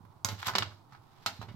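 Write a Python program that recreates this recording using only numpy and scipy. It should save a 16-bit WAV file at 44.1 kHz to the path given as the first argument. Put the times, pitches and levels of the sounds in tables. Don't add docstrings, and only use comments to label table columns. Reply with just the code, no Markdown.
import sys
import numpy as np
from scipy import signal
from scipy.fft import rfft, irfft
from scipy.io import wavfile
from scipy.ndimage import uniform_filter1d

SR = 44100
rng = np.random.default_rng(int(sys.argv[2]) if len(sys.argv) > 2 else 0)


def wrap_up_sound(samples):
    columns = np.atleast_2d(samples).T
    tamed = np.clip(columns, -1, 1)
    steps = np.round(tamed * 32767).astype(np.int16)
    wavfile.write(sys.argv[1], SR, steps)


N = 68355
TIME_S = np.arange(N) / SR


def gain(db):
    return 10 ** (np.asarray(db) / 20)


def unit_energy(x):
    return x / np.sqrt(np.mean(np.sum(x ** 2, axis=-1)))


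def pan(left_minus_right_db):
    return gain(np.array([[left_minus_right_db], [-left_minus_right_db]]) / 2)


def decay(t60_s):
    return np.exp(-np.log(1000) * TIME_S / max(t60_s, 1e-3))


def convolve(x, response):
    return signal.fftconvolve(np.atleast_2d(x), np.atleast_2d(response), axes=-1)[:, :N]


def equalize(x, curve, taps=4096):
    hz, db = np.array(curve).T
    bin_hz = np.maximum(np.arange(taps // 2 + 1) * SR / taps, 1)
    bin_db = np.interp(np.log(bin_hz), np.log(hz), db)
    cepstrum = irfft(np.log(gain(bin_db)))
    cepstrum[1:taps // 2] *= 2
    cepstrum[taps // 2 + 1:] = 0
    return convolve(x, irfft(np.exp(rfft(cepstrum))))


def stereo_noise(wide_above_hz, width=1):
    mid, side = rng.standard_normal((2, N))
    side = width * signal.sosfilt(signal.butter(2, wide_above_hz, "high", fs=SR, output="sos"), side)
    return np.array([mid + side, mid - side]) / np.hypot(1, width)


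def ring(modes):
    return sum(gain(db) * np.sin(2 * np.pi * hz * TIME_S) * decay(t60_s) for hz, db, t60_s in modes)


def add(track, start_s, sound):
    start = max(int(start_s * SR), 0)
    part = sound[..., :max(N - start, 0)]
    track[..., start:start + part.shape[-1]] += part


# frequency in Hz, relative density in dB.
HUSH_SPECTRUM = [(22, -5.5), (40, -15.5), (70, -11), (125, 5), (200, -10.5), (330, -9), (530, -19),
                 (880, -7), (1300, -16), (1800, -32), (3000, -39.5), (4300, -35.5), (7000, -40)]


def hush():
    noise = equalize(stereo_noise(wide_above_hz=100, width=0.67), HUSH_SPECTRUM)
    return gain(-60) * np.sqrt(N) * pan(-5.5) * unit_energy(noise)


# start in seconds, level in dB, hand damping t60 in seconds.
SOFT_BUMPS = [(.004, -43, 0.35), (.036, -42.5, 0.16), (.16, -48, 0.36), (0.315, -36, 0.5),
              (.3250, -31, 0.23), (0.604, -29.5, 0.86), (1.391, -29.5, 0.16), (1.478, -39, .2),
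              (1.512, -33.5, 0.12), (1.542, -32, 0.25)]
# frequency in Hz, level in dB, t60 in seconds.
WOOD_MODES = [(90, -7.5, 0.26), (99.5, 0.5, 0.27), (119, -0.5, 0.17), (168, -2, 0.086), (219.4, -8, 0.1),
              (298.5, -6, 0.13)]


def table_boom(contacts):
    push_s, radiation_cutoff_hz = 0.0042, 101
    push = np.hanning(int(push_s * SR))
    boom = convolve(push / push.sum(), unit_energy(ring(WOOD_MODES)))[0]
    out = np.zeros(N)
    for start_s, *_, boom_db, _pan_db, _panel in contacts:
        add(out, start_s, gain(boom_db) * boom)
    for start_s, level_db, t60_s in SOFT_BUMPS:
        add(out, start_s, gain(level_db) * boom * decay(t60_s))
    highpass = signal.butter(3, radiation_cutoff_hz, "high", fs=SR, output="sos")
    return gain(23.5) * pan(-9.5) * signal.sosfilt(highpass, out)


# frequency in Hz, level in dB.
DOOR_PANEL = [(571, 6.5), (870, -2.5), (925, -2), (1061, -5), (1420, -2), (2121, 3), (2993, 1), (3650, 1),
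              (3930, 0), (4985, -0.5)]
FRONT_PANEL = [(408, -7.5), (570, 5), (610, 4.5), (993, -3), (1147, 1), (1306, -5), (1495, -4.5),
               (1761, -3.5), (1990, 2.5), (2225, 3), (2910, 7), (3710, 2), (4650, 5.5)]
BACK_PANEL = [(615, -4.5), (812, 1), (969, -3.5), (1280, 1.5), (1378, -2), (1520, -6.5), (1860, -1),
              (2708, 2), (3760, 0.5), (4156, 10)]
# frequency in Hz, level in dB, t60 in seconds.
EDGE_MODES = [(1091, -1, 0.0051), (1494, -0.5, 0.0048)]
# hollow, body, 0 dB reference, bright, sizzle.
CONTACT_BANDS_HZ = (450, 1300, 3300, 6500, 12000)
# start in seconds, then level, hardness, hollow, body, bright, sizzle,
# table boom and left minus right, all in dB, then the panel struck.
CONTACTS = [(0.0519, -58, 9, 20, 8, -13, 8, -51, -10, "front"),
            (.2470, -17, -1.5, -2, 7, 9.5, 12.5, -28, -4.5, "door"),
            (.2875, -17.5, 3, -0.5, -4.5, 0, -1.5, -38, 1.5, "door"),
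            (0.3183, -27, -2, 2.5, -1, -20, 5, -43.5, -1, "door"),
            (0.429, -37, 19, -8, 6.5, -10, -11, -60, 1.5, "front"),
            (0.4695, -18.5, 10, -6.5, -18, -3.5, 4.5, -31.5, 2, "front"),
            (0.481, -21.5, 2.5, 1.5, 7.5, 7, 1, -46.5, -3.5, "front"),
            (.4850, -26, 15.5, -5.5, 5.5, -24, -20, -41, 1, "front"),
            (0.4937, -32, 16, 3.5, 11, -4.5, -20, -47, 2.5, "front"),
            (.4995, -35.5, 5, 6, 11.5, 4, 10, -61, -7, "front"),
            (0.5362, -29, 0, -11, 12.5, -2, -18, -37.5, -5, "front"),
            (.5528, -11, 10.5, -2, -5, -9, -19, -39.5, .5, "front"),
            (.5580, -12.5, 7.5, -4.5, -3.5, -5.5, -6, -38.5, 0, "front"),
            (.5840, -9, 8.5, -8.5, -3.5, -5.5, -6, -39, -2, "front"),
            (.6233, -17.5, 13.5, -13.5, -2, -17, -25, -37, 1, "front"),
            (0.6297, -30, 16.5, -6.5, 1, -10, -15, -37, -7, "front"),
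            (.711, -44.5, -4.5, -9, 18, -14, -11, -44, -3, "front"),
            (.9230, -49, -5, 8.5, 21, 2, -7, -48, -2.5, "back"),
            (.9490, -42.5, 1, 4.5, 14, -6, -15, -66, -3.5, "back"),
            (1.2614, -7.5, -0.5, -5.5, -0.5, -3, -3.5, -38, -1, "back"),
            (1.4150, -30, -4, 13, 5.5, -3.5, -1, -60, -3.5, "back"),
            (1.4270, -32, 4.5, 10, 3, -13, -2, -37.5, -2, "back"),
            (1.4859, -29.5, -7.5, 5, 1.5, -12, -13.5, -41, -1.5, "front")]
SHEET_WIDE_ABOVE_HZ = 1518


def clacks():
    panels = {"door": DOOR_PANEL, "front": FRONT_PANEL, "back": BACK_PANEL}
    t60_at_1khz_s, rise_s, max_left_lead_s = 0.18, 0.00025, 0.00015
    knock = gain(-8) * unit_energy(ring(EDGE_MODES))
    shudder = gain(4) * unit_energy(decay(t60_s=0.028))
    overtones = gain(7) * unit_energy(decay(t60_s=0.11))
    out = np.zeros((2, N))
    for start_s, level_db, hardness_db, hollow, body, bright, sizzle, _, pan_db, panel in CONTACTS:
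        hardness = gain(hardness_db)
        modes = [(hz, db, t60_at_1khz_s * (1000 / hz) ** 0.3) for hz, db in panels[panel]]
        panel_ring = gain(-3) * unit_energy(ring(modes))
        build_up = 1 - np.exp(-TIME_S / rise_s * hardness ** 2)
        envelope = np.hypot(hardness * shudder, build_up * overtones)
        sheet = stereo_noise(SHEET_WIDE_ABOVE_HZ) * envelope + panel_ring + hardness * knock
        sheet[:, 0] += gain(-5) * hardness
        sheet[1] = np.roll(sheet[1], int(rng.random() * max_left_lead_s * SR))
        tone = list(zip(CONTACT_BANDS_HZ, (hollow, body, 0, bright, sizzle)))
        clack = equalize(sheet[:, :SR // 2], tone, taps=512)
        add(out, start_s, gain(level_db) * pan(pan_db) * clack)
    return out


# start in seconds, level in dB.
PIN_SNAPS = [(.2470, -1.5), (.4245, -32), (.6325, -26)]
# frequency in Hz, level in dB, t60 in seconds.
PIN_MODES = [(3850, -9, .012), (4800, -5, .008), (5900, -2, .007), (6500, 0, .008), (7600, -9, .008)]


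def hinge_snaps():
    rise_s = 0.00015
    ping = unit_energy(ring(PIN_MODES) * (1 - np.exp(-TIME_S / rise_s)))
    out = np.zeros(N)
    for start_s, level_db in PIN_SNAPS:
        add(out, start_s, gain(level_db) * ping)
    return pan(-4) * out


# time in seconds, level in dB.
SCRAPE_LEVELS = [(.25, -67), (0.299, -33.5), (0.371, -48), (0.401, -33.5), (.44, -38), (.468, -24.5),
                 (0.486, -27), (.525, -50), (.63, -58), (.72, -53.5), (0.792, -62.5), (.89, -63.5),
                 (0.926, -54), (1.0, -62.5), (1.113, -57.5), (1.38, -47), (1.46, -57), (1.55, -54)]
# frequency in Hz, gain in dB.
SCRAPE_EQ = [(200, -9), (1200, 2.5), (3500, 0.5), (6500, -6), (12000, -0.5)]


def scrape():
    catches_per_s, spread_db = 2000, 5.5
    catches = (rng.random(N) < catches_per_s / SR) * gain(spread_db * rng.standard_normal(N))
    power = np.abs(convolve(catches ** 2, decay(t60_s=0.032) ** 2))
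    level_db = np.interp(TIME_S, *np.array(SCRAPE_LEVELS).T)
    rasp = stereo_noise(SHEET_WIDE_ABOVE_HZ) * np.sqrt(power / power.mean()) * gain(level_db)
    return gain(-10) * pan(-1.5) * equalize(rasp, SCRAPE_EQ)


def squeak():
    start_s, length_s, centre_hz, waver_depth = 1.395, 0.042, 3990, 0.007
    length = int(length_s * SR)
    waver = uniform_filter1d(rng.standard_normal(N), size=100)[:length]
    pitch_hz = centre_hz * (1 + waver_depth * waver / waver.std())
    phase = 2 * np.pi * np.cumsum(pitch_hz) / SR
    out = np.zeros(N)
    add(out, start_s, gain(-56) * np.sqrt(np.hanning(length)) * np.sin(phase))
    return out


# centre in Hz, level in dB, t60 in seconds.
REVERB_BANDS = [(114.4, 9.5, 0.43), (410, 3, 0.33), (1040, -10, 0.23), (2220, -5, 0.22), (4550, -8.5, 0.37),
                (8000, -11, 0.33), (14000, -9, 0.23)]


def room_reverb(sound):
    onset_s = 0.0029
    spectrum = rfft(stereo_noise(wide_above_hz=1200))
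    log_hz = np.log(np.maximum(np.arange(spectrum.shape[1]) * SR / N, 1))
    log_centres = np.log([hz for hz, _, _ in REVERB_BANDS])
    tail = np.zeros((2, N))
    for band_weights, (_, level_db, t60_s) in zip(np.eye(len(REVERB_BANDS)), REVERB_BANDS):
        band = irfft(spectrum * np.interp(log_hz, log_centres, band_weights), N)
        tail += gain(level_db) * band * unit_energy(decay(t60_s))
    build_up = 1 - np.exp(-(TIME_S / onset_s) ** 2)
    return gain(0.5) * pan(0.5) * convolve(sound.mean(axis=0), tail * build_up)


# frequency in Hz, gain in dB.
STEEL_EQ = [(60, -23.5), (250, -10), (400, -3.5), (520, -8.5), (800, 2), (1300, 1.5), (1900, -4),
            (2600, -6.5), (3800, -1), (5200, -1.5), (7600, -11.5), (9600, -27), (12000, -15.5),
            (15500, -25.5)]
LEFT_MIC_EQ = [(500, -6), (1200, -3.5), (2300, 3), (4200, -6), (6000, -4.5), (8000, 3.5), (13000, 2)]


def scene():
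    wood = table_boom(CONTACTS)
    steel = gain(8) * equalize(clacks() + scrape(), STEEL_EQ)
    pins = hinge_snaps()
    reflections = room_reverb(steel + gain(-4) * pins + gain(-8) * wood)
    left, right = steel + pins + reflections
    left = equalize(left, LEFT_MIC_EQ, taps=512)[0]
    return np.array([left, right]) + wood + hush() + squeak()


def record(dry):
    cutoff_hz = 15900
    return signal.sosfilt(signal.ellip(10, 0.2, 80, cutoff_hz, fs=SR, output="sos"), dry)


dry = scene()
out = record(dry)
wrap_up_sound(out)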